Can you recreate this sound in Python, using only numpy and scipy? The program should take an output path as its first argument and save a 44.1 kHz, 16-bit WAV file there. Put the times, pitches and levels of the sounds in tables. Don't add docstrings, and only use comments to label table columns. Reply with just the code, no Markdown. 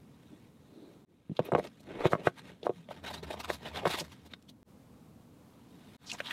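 import sys
import numpy as np
from scipy import signal
from scipy.fft import rfft, irfft
from scipy.io import wavfile
from scipy.ndimage import uniform_filter1d

SR = 44100
rng = np.random.default_rng(int(sys.argv[2]) if len(sys.argv) > 2 else 0)


def materialize(psi):
    bounded = np.clip(np.atleast_2d(psi).T, -1, 1)
    quanta = np.round(bounded * 32767).astype(np.int16)
    wavfile.write(sys.argv[1], SR, quanta)


N = 278712
TIME = np.arange(N) / SR

# time_s, rub level_db (straight lines between the points)
GRIP = [(0, -79), (.33, -71.5), (.55, -79), (.95, -75), (1.1, -87), (1.45, -69.5), (3.0, -78.5),
        (4.05, -63), (4.6, -90.5), (5.3, -87.5), (5.95, -66), (6.05, -64.5)]
GRIP_BODY_DB, GRIP_FIZZ_DB = -4.5, -4.5
# peak_s, rub level_db, length_s,
# hollow body_db and fizz_db, both relative to the rub
STROKES = [(1.37, -63, 0.024, -5, -3), (1.43, -65, 0.03, 15, -22), (1.467, -56, 0.075, 7, -11.5),
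           (1.591, -55.5, 0.027, 23, -3), (1.65, -51.5, 0.043, 9.5, -6), (1.807, -71, 0.014, 14, 11),
           (2.065, -39, 0.031, -4, -12), (2.125, -56, 0.044, 15.5, 1.5), (2.203, -55.5, 0.045, 15.5, -14),
           (2.266, -46.5, 0.04, 2.5, -6.5), (2.389, -50.5, 0.034, -15, -8.5),
           (2.484, -57.5, 0.1, 1.5, -10.5), (2.66, -53, 0.03, 11.5, -6), (2.78, -67, 0.11, -8, -3),
           (2.916, -52, 0.022, -5, -7), (2.965, -59, 0.098, 2, -10), (3.049, -43, 0.017, 1.5, -12),
           (3.076, -42.5, 0.034, -6, -8), (3.11, -48.5, 0.02, 2, -5), (3.146, -47, 0.034, -6.5, -4),
           (3.179, -55, 0.046, 4, -6.5), (3.241, -49.5, 0.022, 4.5, -9.5), (3.28, -51.5, 0.024, 4, -10.5),
           (3.311, -42, 0.018, 0.5, -10.5), (3.335, -47.5, 0.026, -4, -4.5), (3.374, -54, 0.032, 7.5, -13),
           (3.406, -40.5, 0.017, -2, -5.5), (3.448, -42.5, 0.02, -7, -6.5), (3.5, -42.5, 0.027, 4, -5.5),
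           (3.54, -48.5, 0.041, -4, 0.5), (3.67, -44, 0.063, 0.5, -12), (3.767, -42, 0.043, -0.5, -11),
           (3.791, -44.5, 0.037, -2, -17), (3.836, -54.5, 0.054, 11, -19), (3.876, -43, 0.031, -7, -3.5),
           (3.91, -37.5, 0.024, 1, -5), (3.937, -39, 0.058, -10, -7), (3.988, -42, 0.03, -2, -1.5),
           (4.01, -47, 0.019, 1.5, 0), (4.053, -63, 0.033, -6, 0.5), (4.124, -57.5, 0.025, -9, -1.5),
           (4.263, -66.5, 0.032, 5.5, 3.5), (4.323, -59.5, 0.031, -5, -11), (4.496, -67.5, 0.019, -1.5, 9),
           (6.144, -47.5, 0.023, -1.5, -10.5), (6.191, -51, 0.016, -30.5, -4.5),
           (6.264, -49, 0.053, -11, -10), (6.315, -41, 0.036, -12, -9)]
STROKE_RISE, STROKE_ROUND = 0.54, 1.37
# pitch_hz, level_db
CARD_COLOUR = [(200, -4.5), (380, 20), (500, 17.5), (635, 14), (800, 10), (1100, 3), (1400, 3), (2200, 1.5),
               (3000, -1.5), (3800, -3), (4700, -19), (5500, -21), (12000, -28.5), (16000, -40.5)]
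# pitch_hz, level_db
TRAY_COLOUR = [(200, -23), (370, 0), (510, -1), (740, 1.5), (1050, 0), (1300, -4.5), (1800, -3.5),
               (2600, -6.5), (3750, -7), (4700, -19.5), (6100, -26), (11000, -31.5), (12800, -31),
               (16000, -43)]
TRAY_FROM_S = 2.86
HAND_DB, HAND_FOLLOW = -49.5, 0.34
# time_s, level_db (straight lines between the points)
RUMBLE = [(0, -58), (1.04, -62.5), (1.1, -98), (1.7, -64), (4.62, -61), (4.7, -58.5), (5.95, -57),
          (6.05, -65)]
# pitch_hz, level_db
RUMBLE_COLOUR = [(20, -40.5), (40, -37), (65, -9.5), (100, -6), (150, -2.5), (210, -2.5), (280, -4),
                 (360, -15.5), (500, -13), (900, -67.5)]
# time_s, level_db (straight lines between the points)
HISS = [(0, -70), (1.04, -69), (1.08, -79.5), (4.63, -72), (4.66, -66.5)]
# pitch_hz, level_db
HISS_COLOUR = [(100, -8), (330, -8.5), (600, -3), (1100, -7), (1700, -16.5), (3800, -19.5), (5000, -22),
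               (12500, -24), (16000, -28.5)]
# peak_s, level_db, rise_s, fall_s, pitch_hz, width_hz
SCUFFS = [(.33, -53, 0.02, 0.034, 272, 180), (.84, -55, 0.14, 0.15, 340, 214),
          (.85, -73.5, 0.15, 0.098, 3930, 600), (1.369, -44, .002, 0.005, 3500, 1000),
          (1.456, -56, 0.0063, 0.0078, 12500, 4020), (1.49, -34.5, 0.003, 0.0039, 435, 300),
          (1.5195, -55, .001, 0.0044, 8040, 900), (1.642, -50, 0.00055, 0.0016, 4170, 3500),
          (1.673, -45.5, 0.0014, 0.0027, 2540, 2970), (2.126, -34, 0.0066, 0.0083, 880, 785),
          (2.632, -45.5, 0.00091, 0.0024, 3600, 1500), (2.914, -40.5, 0.0063, 0.0055, 775, 470),
          (3.073, -42, 0.0022, 0.0061, 2280, 1800), (3.089, -42, 0.0038, 0.0063, 3900, 130),
          (3.183, -49.5, 0.0071, 0.0068, 3920, 170), (3.897, -41.5, 0.0031, 0.002, 3500, 3000),
          (3.9155, -39, 0.0016, 0.0012, 2700, 4330), (4, -33.5, 0.0024, 0.0081, 4600, 4830),
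          (4.015, -39.5, 0.0094, .011, 387, 300), (4.337, -43, .002, .004, 3600, 900),
          (4.4251, -54.5, 0.00032, 0.0013, 6350, 9000), (4.495, -57.5, 0.01, 0.0086, 3230, 450),
          (6.074, -48.5, 0.01, 0.039, 4880, 2650), (6.104, -41, 0.0099, 0.0077, 3800, 2340),
          (6.1159, -27.5, 0.00059, 0.0032, 2730, 395), (6.1173, -35, 0.00067, 0.0029, 5150, 3370),
          (6.134, -44, 0.0064, 0.0098, 6440, 3000), (6.272, -43, 0.023, 0.019, 3480, 1070)]
# start_s, wall level_db, wall pitch_hz, wall ring_s,
# edge crack level_db, crack pitch_hz, thud level_db, crushed fibres level_db
KNOCKS = [(1.2957,-42.5,360,0.078,-60,1930,-29,-63), (1.3151,-51,341,.051,-66,2400,-27.5,-68),
          (1.3918,-15.5,515,0.016,-33.5,1480,-30,-30), (1.3997,-24.5,437,0.0057,-46,1240,-23.5,-46),
          (1.519,-19.5,610,0.0087,-39,1380,-44,-64), (1.5218,-29,408,0.055,-27,1320,-65,-62),
          (1.5279,-23,536,0.012,-34,957,-24.5,-59), (1.535,-17.5,434,0.0067,-49,1510,-30,-37),
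          (1.5499,-11.5,486,0.003,-17,1330,-21.5,-29), (1.5534,-14.5,352,0.0059,-37,1530,-27,-53),
          (1.5627,-26,581,0.0077,-39,1980,-33,-53), (1.5811,-24.5,515,.014,-43,2000,-39,-51),
          (1.5875,-25,360,0.0046,-53,1500,-55,-52), (1.5964,-26.5,626,0.015,-36,1950,-37,-50),
          (2.0544,-14,295,0.013,-17,885,-17,-26.5), (2.0625,-18,212,0.0049,-33,2000,-27,-35),
          (2.1325,-10.5,580,0.0046,-12,1040,-21.5,-40), (2.135,-34,676,0.01,-25.5,1200,-31,-46),
          (2.1514,-26.5,610,0.02,-22.5,980,-31,-43), (2.2703,-13,563,0.017,-23,1710,-20,-36),
          (2.2727,-21,507,0.023,-14.5,1410,-22,-27), (2.6303,-37.5,430,0.033,-40.5,3400,-58,-51),
          (2.6674,-15.5,550,0.007,-29.5,830,-67,-57), (2.6937,-21.5,416,0.028,-39.5,1130,-36,-46),
          (2.7023,-27,454,0.012,-69,1500,-38,-69), (2.8875,-42,588,0.05,-54,2200,-47,-46),
          (3.3414,-29.5,510,0.0036,-53,1470,-49,-51), (3.5016,-20,473,0.005,-23.5,1800,-42,-36),
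          (3.8539,-17,650,0.0022,-32,1040,-33,-25.5), (3.8563,-19,510,0.02,-32.5,1600,-31,-29),
          (3.867,-19,414,0.0074,-17,1000,-31,-50), (3.873,-20,620,0.003,-34,1210,-32,-41),
          (3.942,-32,308,0.0085,-48,1880,-64,-47), (4.3362,-48,680,0.01,-36,1500,-48,-35),
          (6.2026,-33.5,566,0.028,-27,1500,-63.5,-24.5), (6.3082,-64.5,844,0.0058,-28,2580,-65,-26)]
THUD_HZ, THUD_T60_S = 156.2, 0.058
CRACK_T60_S, CRUSH_T60_S, CRUSH_RISE_S = 0.0071, 0.018, 0.00095
# pitch_hz, level_db
CRUSH_COLOUR = [(300, -17), (900, -4.5), (2500, 7.5), (3900, -1.5), (4700, -16.5), (8500, -21.5),
                (16000, -37)]
# pitch_hz, level_db, ring_s
BOX_MODES = [(358, -1, 0.081), (461, -0.5, 0.041), (714, -5, 0.029), (1097, -0.5, 0.066), (1510, -15, 0.09),
             (2120, 1, 0.04), (2900, -13.5, 0.052), (3580, 0, .04)]
# time_s, rub level_db (straight lines between the points)
LID = [(1.84, -74), (1.905, -55.5), (1.975, -57.5), (2.005, -46), (2.034, -50), (2.049, -41), (2.072, -56),
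       (2.11, -73.5)]
LID_BODY_DB, LID_FIZZ_DB = 6.5, -17.5
# pitch_hz at its loudest moment, width_hz, level_db relative to the rub
LID_MODES = [(510, 190, 9), (880, 440, 1.5), (2150, 590, -5)]
LID_GLIDE = 3.8
# peak_s, level_db, rise_s, fall_s, pitch_hz, waver_hz
DRONES = [(2.79, -46, 0.042, 0.083, 167.8, 6.1), (3.21, -48.5, 0.035, 0.034, 160.3, 8.77),
          (3.3, -53, 0.27, 0.73, 77.1, 6.1), (4.019, -37.5, 0.01, 0.013, 160.7, 6.5)]
# start_s, recovery_s
DIPS = [(1.05, 0.05), (4.63, 0.059), (5.967, 0.074)]
BAND_LIMIT_HZ = 15900


def amp(db):
    return 10 ** (np.asarray(db) / 20)


def unit(x):
    return x / np.sqrt(np.mean(x ** 2) + 1e-20)


def add(mix, start_s, sound):
    part = mix[max(round(start_s * SR), 0):][:len(sound)]
    part += sound[:len(part)]


def colour(x, points):
    hz, db = np.transpose(points)
    f = np.fft.rfftfreq(len(x), 1 / SR)
    gain = amp(np.interp(np.log(f + 1), np.log(hz), db))
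    return irfft(rfft(x) * gain, len(x))


def split(x, edges_hz, order=6):
    f = np.fft.rfftfreq(len(x), 1 / SR)
    lowpasses = [1 / (1 + (f / hz) ** (2 * order)) for hz in edges_hz]
    below = [0 * f] + lowpasses + [1 + 0 * f]
    return irfft(rfft(x) * np.diff(below, axis=0), len(x))


def wander(hz, size=N):
    f = np.fft.rfftfreq(size, 1 / SR)
    return unit(irfft(rfft(rng.standard_normal(size)) / (1 + (f / hz) ** 4), size))


def swell(peak_s, db, rise_s, fall_s):
    before = np.maximum(peak_s - TIME, 0) / rise_s
    after = np.maximum(TIME - peak_s, 0) / max(fall_s, 1e-4)
    return amp(db) * np.exp(-before ** 2 - after)


def slips(per_s, spread_db, smooth):
    sizes = amp(spread_db * np.minimum(rng.exponential(1, N), 4)) * rng.choice([-1, 1], N)
    clicks = sizes * (rng.random(N) < per_s / SR)
    return unit(unit(clicks) + smooth * rng.standard_normal(N))


def lid_level():
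    return amp(np.interp(TIME, *np.transpose(LID), left=-np.inf, right=-np.inf))


def friction():
    def power(gain, body_db, fizz_db):
        return np.outer(amp([body_db, 0, fizz_db]) ** 2, gain ** 2)

    grip = amp(np.interp(TIME, *np.transpose(GRIP)))
    total = power(grip, GRIP_BODY_DB, GRIP_FIZZ_DB) + power(lid_level(), LID_BODY_DB, LID_FIZZ_DB)
    for peak_s, db, length, body_db, fizz_db in STROKES:
        near = slice(*np.searchsorted(TIME, [peak_s - 4 * length, peak_s + 4 * length]))
        u = (TIME[near] - peak_s) / length
        distance = np.maximum(-u / STROKE_RISE, u / (1 - STROKE_RISE))
        stroke = amp(db) * np.exp(-distance ** STROKE_ROUND)
        total[:, near] += power(stroke, body_db, fizz_db)
    return total


def shifting(x, depth_db, size=512):
    overlap = size * 3 // 4
    z = signal.stft(x, nperseg=size, noverlap=overlap)[2]
    patches = rng.standard_normal(z.shape)
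    for _ in range(2):
        patches = uniform_filter1d(patches, size=4, axis=0)
        patches = uniform_filter1d(patches, size=7, axis=1)
    return signal.istft(z * amp(depth_db * unit(patches)), nperseg=size, noverlap=overlap)[1][:N]


def rubbing(levels, judder_db=2.0, judder_hz=130, grit_db=-10):
    fibres = slips(per_s=10000, spread_db=-0.5, smooth=0.26)
    snags = slips(per_s=200, spread_db=2.5, smooth=0)
    drive = shifting(fibres + amp(grit_db) * snags, depth_db=2.2)
    pressure = unit(amp(judder_db * wander(judder_hz)))

    def surface(spectrum):
        bands = split(colour(drive, spectrum), (900, 4400), order=4)
        return sum(unit(band) * level for band, level in zip(bands, levels))

    return pressure * np.where(TIME < TRAY_FROM_S, surface(CARD_COLOUR), surface(TRAY_COLOUR))


def crackle(push, crackle_db=-8):
    snaps = slips(per_s=240, spread_db=2.4, smooth=0)
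    bright = colour(snaps, [(700, -24), (2200, 14.5), (4000, 3), (6000, -1), (16000, -35)])
    return amp(crackle_db) * push * unit(bright)


def hands(push):
    effort = push / amp(-40)
    rumble = unit(colour(rng.standard_normal(N), RUMBLE_COLOUR))
    return amp(HAND_DB) * effort ** HAND_FOLLOW * rumble


def background(curve, spectrum, waver_db):
    level_db = np.interp(TIME, *np.transpose(curve)) + waver_db * wander(7.1)
    return amp(level_db) * unit(colour(rng.standard_normal(N), spectrum))


def scuffs():
    drive = slips(per_s=11000, spread_db=4.5, smooth=0.41)
    out = np.zeros(N)
    for peak_s, db, rise_s, fall_s, hz, width in SCUFFS:
        edges = np.clip([hz - width / 2, hz + width / 2], 150, SR / 2 - 500)
        band = signal.butter(2, edges, "band", fs=SR, output="sos")
        out += swell(peak_s, db, rise_s, fall_s) * unit(signal.sosfilt(band, drive))
    return out


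def flex(t, hz, t60, rise_cycles=0.19, soft_hz=1000):
    onset = (1 - np.exp(-t * hz / rise_cycles)) ** 3
    swing = np.gradient(np.sin(2 * np.pi * hz * t) * amp(-60 * t / t60) * onset)
    swing = signal.lfilter(*signal.butter(3, hz + soft_hz, fs=SR), swing)
    return -swing / (abs(swing).max() + 1e-20)


def hollow(x, size=8192):
    t = np.arange(size) / SR
    response = np.zeros(size)
    for hz, db, t60 in BOX_MODES:
        evening = 2 * np.log(1000) / (t60 * SR)
        response += amp(db - 60 * t / t60) * np.cos(2 * np.pi * hz * t) * evening
    return x + signal.fftconvolve(x, response)[:N]


def knocks(size=8192):
    t = np.arange(size) / SR
    crunch = amp(-60 * t / CRUSH_T60_S) * (1 - np.exp(-t / CRUSH_RISE_S))
    thud = flex(t, THUD_HZ, THUD_T60_S)
    blows, fibres = np.zeros((2, N))
    for start_s, wall_db, wall_hz, ring_s, crack_db, crack_hz, thud_db, crush_db in KNOCKS:
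        wall = amp(wall_db) * flex(t, wall_hz, ring_s)
        crack = amp(crack_db) * flex(t, crack_hz, CRACK_T60_S)
        add(blows, start_s, wall + crack + amp(thud_db) * thud)
        grain = unit(colour(rng.standard_normal(size), CRUSH_COLOUR))
        add(fibres, start_s, amp(crush_db) * crunch * grain)
    no_bass = signal.butter(2, 65, "high", fs=SR, output="sos")
    return signal.sosfilt(no_bass, hollow(blows) + fibres)


def resonate(x, hz, width):
    turn = np.exp(2j * np.pi * np.cumsum(hz) / SR)
    r = np.exp(-np.pi * width / SR)
    smoothed = signal.lfilter([(1 - r) ** 2], [1, -2 * r, r * r], x / turn)
    return (turn * smoothed).real


def lid(judder_db=2.5, judder_hz=90):
    times, db = np.transpose(LID)
    since_peak = np.clip(TIME, times[0], times[-1]) - times[np.argmax(db)]
    glide = 2 ** (LID_GLIDE * since_peak)
    drive = slips(per_s=600, spread_db=1.5, smooth=0.4)
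    sliding = sum(amp(mode_db) * unit(resonate(drive, hz * glide, width))
                  for hz, width, mode_db in LID_MODES)
    return lid_level() * sliding * unit(amp(judder_db * wander(judder_hz)))


def drones(flutter_db=5.5, flutter_hz=11):
    tones = np.zeros(N)
    for peak_s, db, rise_s, fall_s, hz, waver in DRONES:
        phase = 2 * np.pi * np.cumsum(hz + waver * wander(18.1)) / SR
        tones += swell(peak_s, db, rise_s, fall_s) * np.sqrt(2) * np.sin(phase)
    return tones * unit(amp(flutter_db * wander(flutter_hz)))


def room(x, desk_db=-13, desk_s=.0032, wall_db=-17, wall_s=0.01, tail_db=-25, t60=0.12):
    t = np.arange(SR // 3) / SR
    tail = rng.standard_normal(len(t)) * (t > .006) * amp(-60 * t / t60)
    response = amp(tail_db) * tail / np.linalg.norm(tail)
    for delay_s, db in ((0, 0), (desk_s, desk_db), (wall_s, wall_db)):
        add(response, delay_s, amp([db]))
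    return signal.fftconvolve(x, response)[:N]


def scene():
    levels = np.sqrt(friction())
    body, rub, fizz = levels
    box = rubbing(levels) + crackle(np.sqrt(rub * fizz)) + scuffs() + knocks() + lid()
    rumble = background(RUMBLE, RUMBLE_COLOUR, waver_db=1.06)
    hiss = background(HISS, HISS_COLOUR, waver_db=0.5)
    return (room(box) + hands(body) + drones() + rumble + hiss)[None]


def record(dry):
    gain = np.ones(N)
    for start_s, recovery_s in DIPS:
        climb = np.clip((TIME - start_s) / recovery_s, .08, 1) ** 2.05
        gain *= np.where(TIME < start_s, 1, climb)
    lowpass = signal.firwin(511, BAND_LIMIT_HZ, window=("kaiser", 9), fs=SR)
    return signal.oaconvolve(dry * gain, lowpass[None], "same")


dry = scene()
out = record(dry)
materialize(out)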